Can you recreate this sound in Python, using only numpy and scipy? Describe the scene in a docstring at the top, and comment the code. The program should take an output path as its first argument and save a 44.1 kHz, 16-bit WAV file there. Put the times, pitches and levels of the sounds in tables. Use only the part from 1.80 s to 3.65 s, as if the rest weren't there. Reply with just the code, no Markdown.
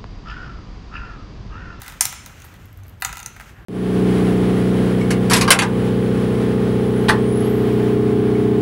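"""Steel balls in a glass bowl

Fingers pick a small steel ball out of a glass bowl on a workbench: balls clack, knock the bowl and settle.
Each contact is a few milliseconds of chatter that rings bowl and balls. Faint scrapes tick in between,
then come two dull knocks and a rub at the bench. A hard-walled workshop rings on over a low rumble,
a soft rustle and a brief swell of hum, and the loudest clack hits a limiter."""
import sys
import numpy as np
from scipy import signal
from scipy.fft import rfft, irfft
from scipy.io import wavfile
from scipy.ndimage import uniform_filter1d, minimum_filter1d

SR = 44100
rng = np.random.default_rng(int(sys.argv[2]) if len(sys.argv) > 2 else 0)


def store_wav(level_fs):
    """Save 16-bit WAV to argv[1]."""
    pcm = np.round(np.clip(np.atleast_2d(level_fs), -1, 1) * 32767)
    wavfile.write(sys.argv[1], SR, pcm.T.astype(np.int16))


N = 81585

# Levels in the tables are relative.
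# room rumble spectrum: f/Hz, level/dB
RUMBLE_EQ = [(31, -25), (44, 0), (70, -2), (110, -6), (170, -11), (300, -19.5), (550, -24.5), (1300, -28),
             (3000, -34), (7000, -52), (10500, -52), (12200, -45), (15500, -56)]
# rustle envelope: t/s, level/dB
RUSTLE_FADER = [(0, -48), (.12, -43), (.19, -50.5), (.6, -51), (.9, -57.5), (1.2, -63), (1.55, -52.5),
                (1.69, -49), (1.76, -60.5), (1.85, -66.5)]
# rustle spectrum: f/Hz, level/dB
RUSTLE_EQ = [(400, -22.5), (850, -6), (1400, 2), (2800, -6), (4500, -13.5), (6500, -10.5), (10000, -19),
             (16000, -17)]
# ball contacts: t/s, bowl ring/dB, clink/dB, ping/dB, crack/dB
CONTACTS = [(.0180, -14, -26, -31, -9.5), (.0328, -34, -40, -32, -18.5), (.0460, -23, -39, -29, -28),
            (.0622, -14.5, -38, -27, -20), (.0801, -11.5, -32, -28, -8.5), (.0985, -22, -29, -22, -24),
            (.1220, -17, -35, -28, -23), (.2086, 2, 13, 20.5, 11), (.2535, -5.5, -3, 5.5, 3.5),
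            (.3260, -9, -18, -32, -10), (.4610, -16, -18.5, -34, -12), (.6010, -30, -29, -34, -27),
            (.6195, -23.5, -23.5, -40, -22), (.6430, -20.5, -40, -30, -24), (.7400, -23.5, -45.5, -47, -27),
            (1.0345, -40.5, -33, -48, -29.5), (1.2219, 4, -14, -8.5, 0.5), (1.2482, 1.5, 3, -13.5, 2),
            (1.2920, -8, -21, -24, -25), (1.3278, -7, -13, -19, -10), (1.3560, -23, -26, -20, -23),
            (1.3703, -11, -18, -24, -11), (1.3803, -22, -21, -21, -18), (1.3917, -14, -15, -25, -22),
            (1.4007, -15.5, -21, -19, -13), (1.4292, -18, -13.5, -18, -18), (1.4602, -13.5, -4, -6, -9.5)]
# modes of the glass bowl: f/Hz, level/dB, t60/s
BOWL_MODES = [(770, -0.5, 0.1), (851, -4, 0.02), (961, -2.5, .03), (1295, -3, 0.045), (1408, -3, .045),
              (1512, -4.5, 0.02), (1733, -3, 0.0085), (2007, 0.5, 0.029), (2470, -4.5, 0.0094),
              (2818, -8.5, 0.036), (3676, -6.5, 0.034), (4325, -12, 0.024)]
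# modes of the balls' clink: f/Hz, level/dB, t60/s
CLINK_MODES = [(6020, 2.5, .025), (6290, 1, .016), (6586, 3, 0.014), (6960, 0, .009), (7600, -11.5, .005),
               (8270, -2, .006), (8700, -12.5, .005), (10910, -17.5, .004)]
# modes of the high ping: f/Hz, level/dB, t60/s
PING_MODES = [(5290, -7, 0.013), (5650, -7, .016), (7240, -3, .007), (7450, -6, 0.011),
              (8100, -10.5, 0.0037), (9110, 1, 0.0024), (9220, 1, 0.0048), (10450, -10, .005),
              (11520, -10, .004), (12250, -12.5, 0.0062), (16000, -20, .004)]
# spectrum of a contact's crack: f/Hz, level/dB
CRACK_EQ = [(400, -38.5), (800, -10.5), (2000, 0.5), (3100, -1.5), (4100, 4), (5300, -1.5), (7000, -2.5),
            (10000, 2.5), (12500, 1), (13500, -3), (15500, 3.5)]
# light scrapes of ball on ball: t/s, level/dB
TICKS = [(.0700, -30), (.2210, -6), (.6490, -19.5), (.6560, -26), (.6640, -30), (.8555, -25.5),
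         (.9285, -27), (.9730, -25), (1.0670, -31), (1.0810, -23.5), (1.0905, -34), (1.0955, -25),
         (1.2020, -25.5), (1.2070, -29.5), (1.2115, -18.5)]
# scrape spectrum: f/Hz, level/dB
TICK_EQ = [(1000, -20.5), (5000, -15), (8000, -20), (10500, -14), (11900, -2), (12800, -3.5), (14000, -7),
           (16000, -8)]
# hum envelope: t/s, level/dB
HUM_FADER = [(0, -59), (.78, -60), (.85, -42), (1.16, -37.5), (1.27, -64.5), (1.85, -58)]
# contacts that make up the bench knocks: t/s, level/dB
KNOCKS = [(1.563, -16), (1.5680, -19.5), (1.5979, -11.5), (1.6051, -15), (1.6109, -14), (1.622, -24.5),
          (1.6590, -31), (1.6930, -23.5)]
# knock spectrum: f/Hz, level/dB
KNOCK_EQ = [(400, -21.5), (800, 0), (1100, -12), (1500, 2), (2200, -3), (3400, -18), (5000, -20),
            (15000, -21)]
# bench rub envelope: t/s, level/dB
RUB_FADER = [(1.70, -70), (1.75, -56), (1.79, -49), (1.85, -53.5)]
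# bench rub spectrum: f/Hz, level/dB
RUB_EQ = [(150, -2.5), (300, -0.5), (600, -11.5), (1200, -3.5), (1850, 3), (2400, -20), (5000, -33.5)]
# workshop reverb bands: f/Hz, level/dB, t60/s
REVERB_BANDS = [(300, -4.5, 1), (795, -9.5, 0.34), (1100, -5.5, 0.39), (1363, 0, 0.76), (1490, -9.5, 0.3),
                (2670, -5, 0.95), (4457, -10, 0.53), (6260, -12, 0.63), (9200, -17.5, 0.55),
                (12000, -8, 0.22), (15700, -15, .25)]

TIME, FREQS = np.arange(N) / SR, np.fft.rfftfreq(N, 1 / SR)


def undb(db):
    """Decibels to gain."""
    return 10 ** (np.asarray(db) / 20)


def unit(x):
    """Scale to unit energy."""
    return x / np.sqrt(np.sum(x ** 2))


def per_bin(points):
    """A curve's value at every frequency bin, joined on a log axis."""
    hz, values = np.array(points, float).T
    return np.interp(np.log(FREQS + 1), np.log(hz), values)


def fader(points):
    """Gain over time, ramped in dB between breakpoints."""
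    return undb(np.interp(TIME, *np.array(points).T))


def noise(gain):
    """Noise of rms 1, shaped by a gain per bin."""
    x = irfft(rfft(rng.standard_normal(N)) * gain, N)
    return x / x.std()


def wavering_noise(eq, waver_db=1.42, waver_hz=20):
    """Coloured noise whose level flutters at random."""
    return noise(undb(per_bin(eq))) * undb(waver_db * noise(np.exp(-FREQS / waver_hz)))


def impulse(eq):
    """A minimum-phase click with the given spectrum."""
    cepstrum = irfft(np.log(undb(per_bin(eq))), N)
    cepstrum[1:N // 2] *= 2
    cepstrum[N // 2:] = 0
    return unit(irfft(np.exp(rfft(cepstrum)), N)[:1024])


def ring(modes, attack_cycles=0.44):
    """Damped modes that build up quickly; where the blow lands sets their phases, drawn at random."""
    t = np.arange(8192) / SR
    out = 0
    for hz, db, t60 in modes:
        tone = np.sin(2 * np.pi * (hz * t + rng.random()))
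        attack = 1 - np.exp(-t * hz / attack_cycles)
        decay = np.exp(-np.log(1000) * t / t60)
        out += undb(db) * unit(tone * attack * decay)
    return unit(out)


def chatter(length_s, snap_s=0.00018):
    """The force of one contact: a snap at first touch and a brief random rattle."""
    t = np.arange(1024) / SR
    window = np.exp(-(t / length_s) ** 4)
    snap = 1 + np.exp(-t / snap_s)
    force = rng.standard_normal(len(t)) * window * snap
    for _ in range(8):  # flatten the spectrum while keeping the burst short
        spectrum = rfft(force)
        force = irfft(spectrum / (abs(spectrum) + 1e-12)) * window
    return unit(force)


def strike(cues, length_s, response, column=1):
    """Fresh chatter drives response() at each cue, at the level in the given column."""
    out = np.zeros(2 * N)
    for cue in cues:
        start = int(cue[0] * SR)
        hit = unit(signal.fftconvolve(chatter(length_s), response()))
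        out[start:start + len(hit)] += undb(cue[column]) * hit
    return out[:N]


def rumble(level_db=-43.5):
    """A bed of low, wavering room tone."""
    return undb(level_db) * wavering_noise(RUMBLE_EQ)


def rustle():
    """A soft midrange rustle, strongest at the start and around the knocks."""
    return fader(RUSTLE_FADER) * wavering_noise(RUSTLE_EQ)


def balls_in_bowl(rattle_s=0.0033, push_s=0.0023):
    """Four stems: a contact's rattle drives bowl ring and crack, its shorter main push clink and ping."""
    click = impulse(CRACK_EQ)
    bowl = strike(CONTACTS, rattle_s, lambda: ring(BOWL_MODES), column=1)
    clink = strike(CONTACTS, push_s, lambda: ring(CLINK_MODES), column=2)
    ping = strike(CONTACTS, push_s, lambda: ring(PING_MODES), column=3)
    crack = strike(CONTACTS, rattle_s, lambda: click, column=4)
    return bowl, clink, ping, crack


def ticks(contact_s=0.0031):
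    """Balls rub under the fingers: tiny scrapes, mostly top treble."""
    scrape = impulse(TICK_EQ)
    return strike(TICKS, contact_s, lambda: scrape)


def hum(centre_hz=94.5, half_width_hz=6.8):
    """A narrow band of low noise that swells for a moment."""
    band = 1 / (1 + ((FREQS - centre_hz) / half_width_hz) ** 2)
    return fader(HUM_FADER) * noise(band)


def bench_knocks(contact_s=0.0051):
    """Soft, damped contacts as the hand comes down to the bench."""
    thud = impulse(KNOCK_EQ)
    return strike(KNOCKS, contact_s, lambda: thud)


def bench_rub():
    """A dull rub at the bench fades in at the very end."""
    return fader(RUB_FADER) * wavering_noise(RUB_EQ)


def workshop(send, predelay_s=0.0016, early_db=-9.5, early_t60_s=0.12):
    """Quick echoes off bench and wall, then a tail whose top treble dies first."""
    onset = np.clip((TIME - predelay_s) / predelay_s, 0, 1)
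    fade = lambda t60: unit(onset * np.exp(-np.log(1000) * TIME / t60))
    echoes = undb(early_db) * rng.standard_normal(N) * fade(early_t60_s)
    white_spectrum = rfft(rng.standard_normal(N))
    tail = 0
    for hz, db, t60 in REVERB_BANDS:
        band = per_bin([(row[0], row[0] == hz) for row in REVERB_BANDS])  # crossfades into its neighbours
        tail += undb(db) * irfft(white_spectrum * band, N) * fade(t60)
    return signal.fftconvolve(send, echoes + tail)[:N]


def scene():
    """Mono mix: the noise bed, the close contacts and their workshop reverb."""
    stems = np.array([*balls_in_bowl(), ticks() + bench_knocks()])
    low_cut = signal.butter(4, 590, "high", fs=SR, output="sos")  # small bodies radiate little bass
    stems = signal.sosfilt(low_cut, stems)
    sends_db = [1, -0.5, -1.5, 2.5, -1.5]  # bowl, clink, ping, crack, ticks and knocks
    bed = hum() + rumble() + rustle() + bench_rub()
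    reverb = workshop(undb(sends_db) @ stems)
    return (bed + stems.sum(axis=0) + reverb)[None]


def record(dry, ceiling=1.0, window_samples=15, top_hz=15700):
    """A fast limiter holds the loudest clack at full scale, then a steep filter cuts the top."""
    gain = ceiling / np.maximum(abs(dry), ceiling)
    held = minimum_filter1d(gain, window_samples)
    smoothed = uniform_filter1d(held, window_samples)
    high_cut = signal.ellip(10, .2, 70, top_hz, fs=SR, output="sos")
    return signal.sosfilt(high_cut, dry * smoothed)


dry = scene()
out = record(dry)
store_wav(out)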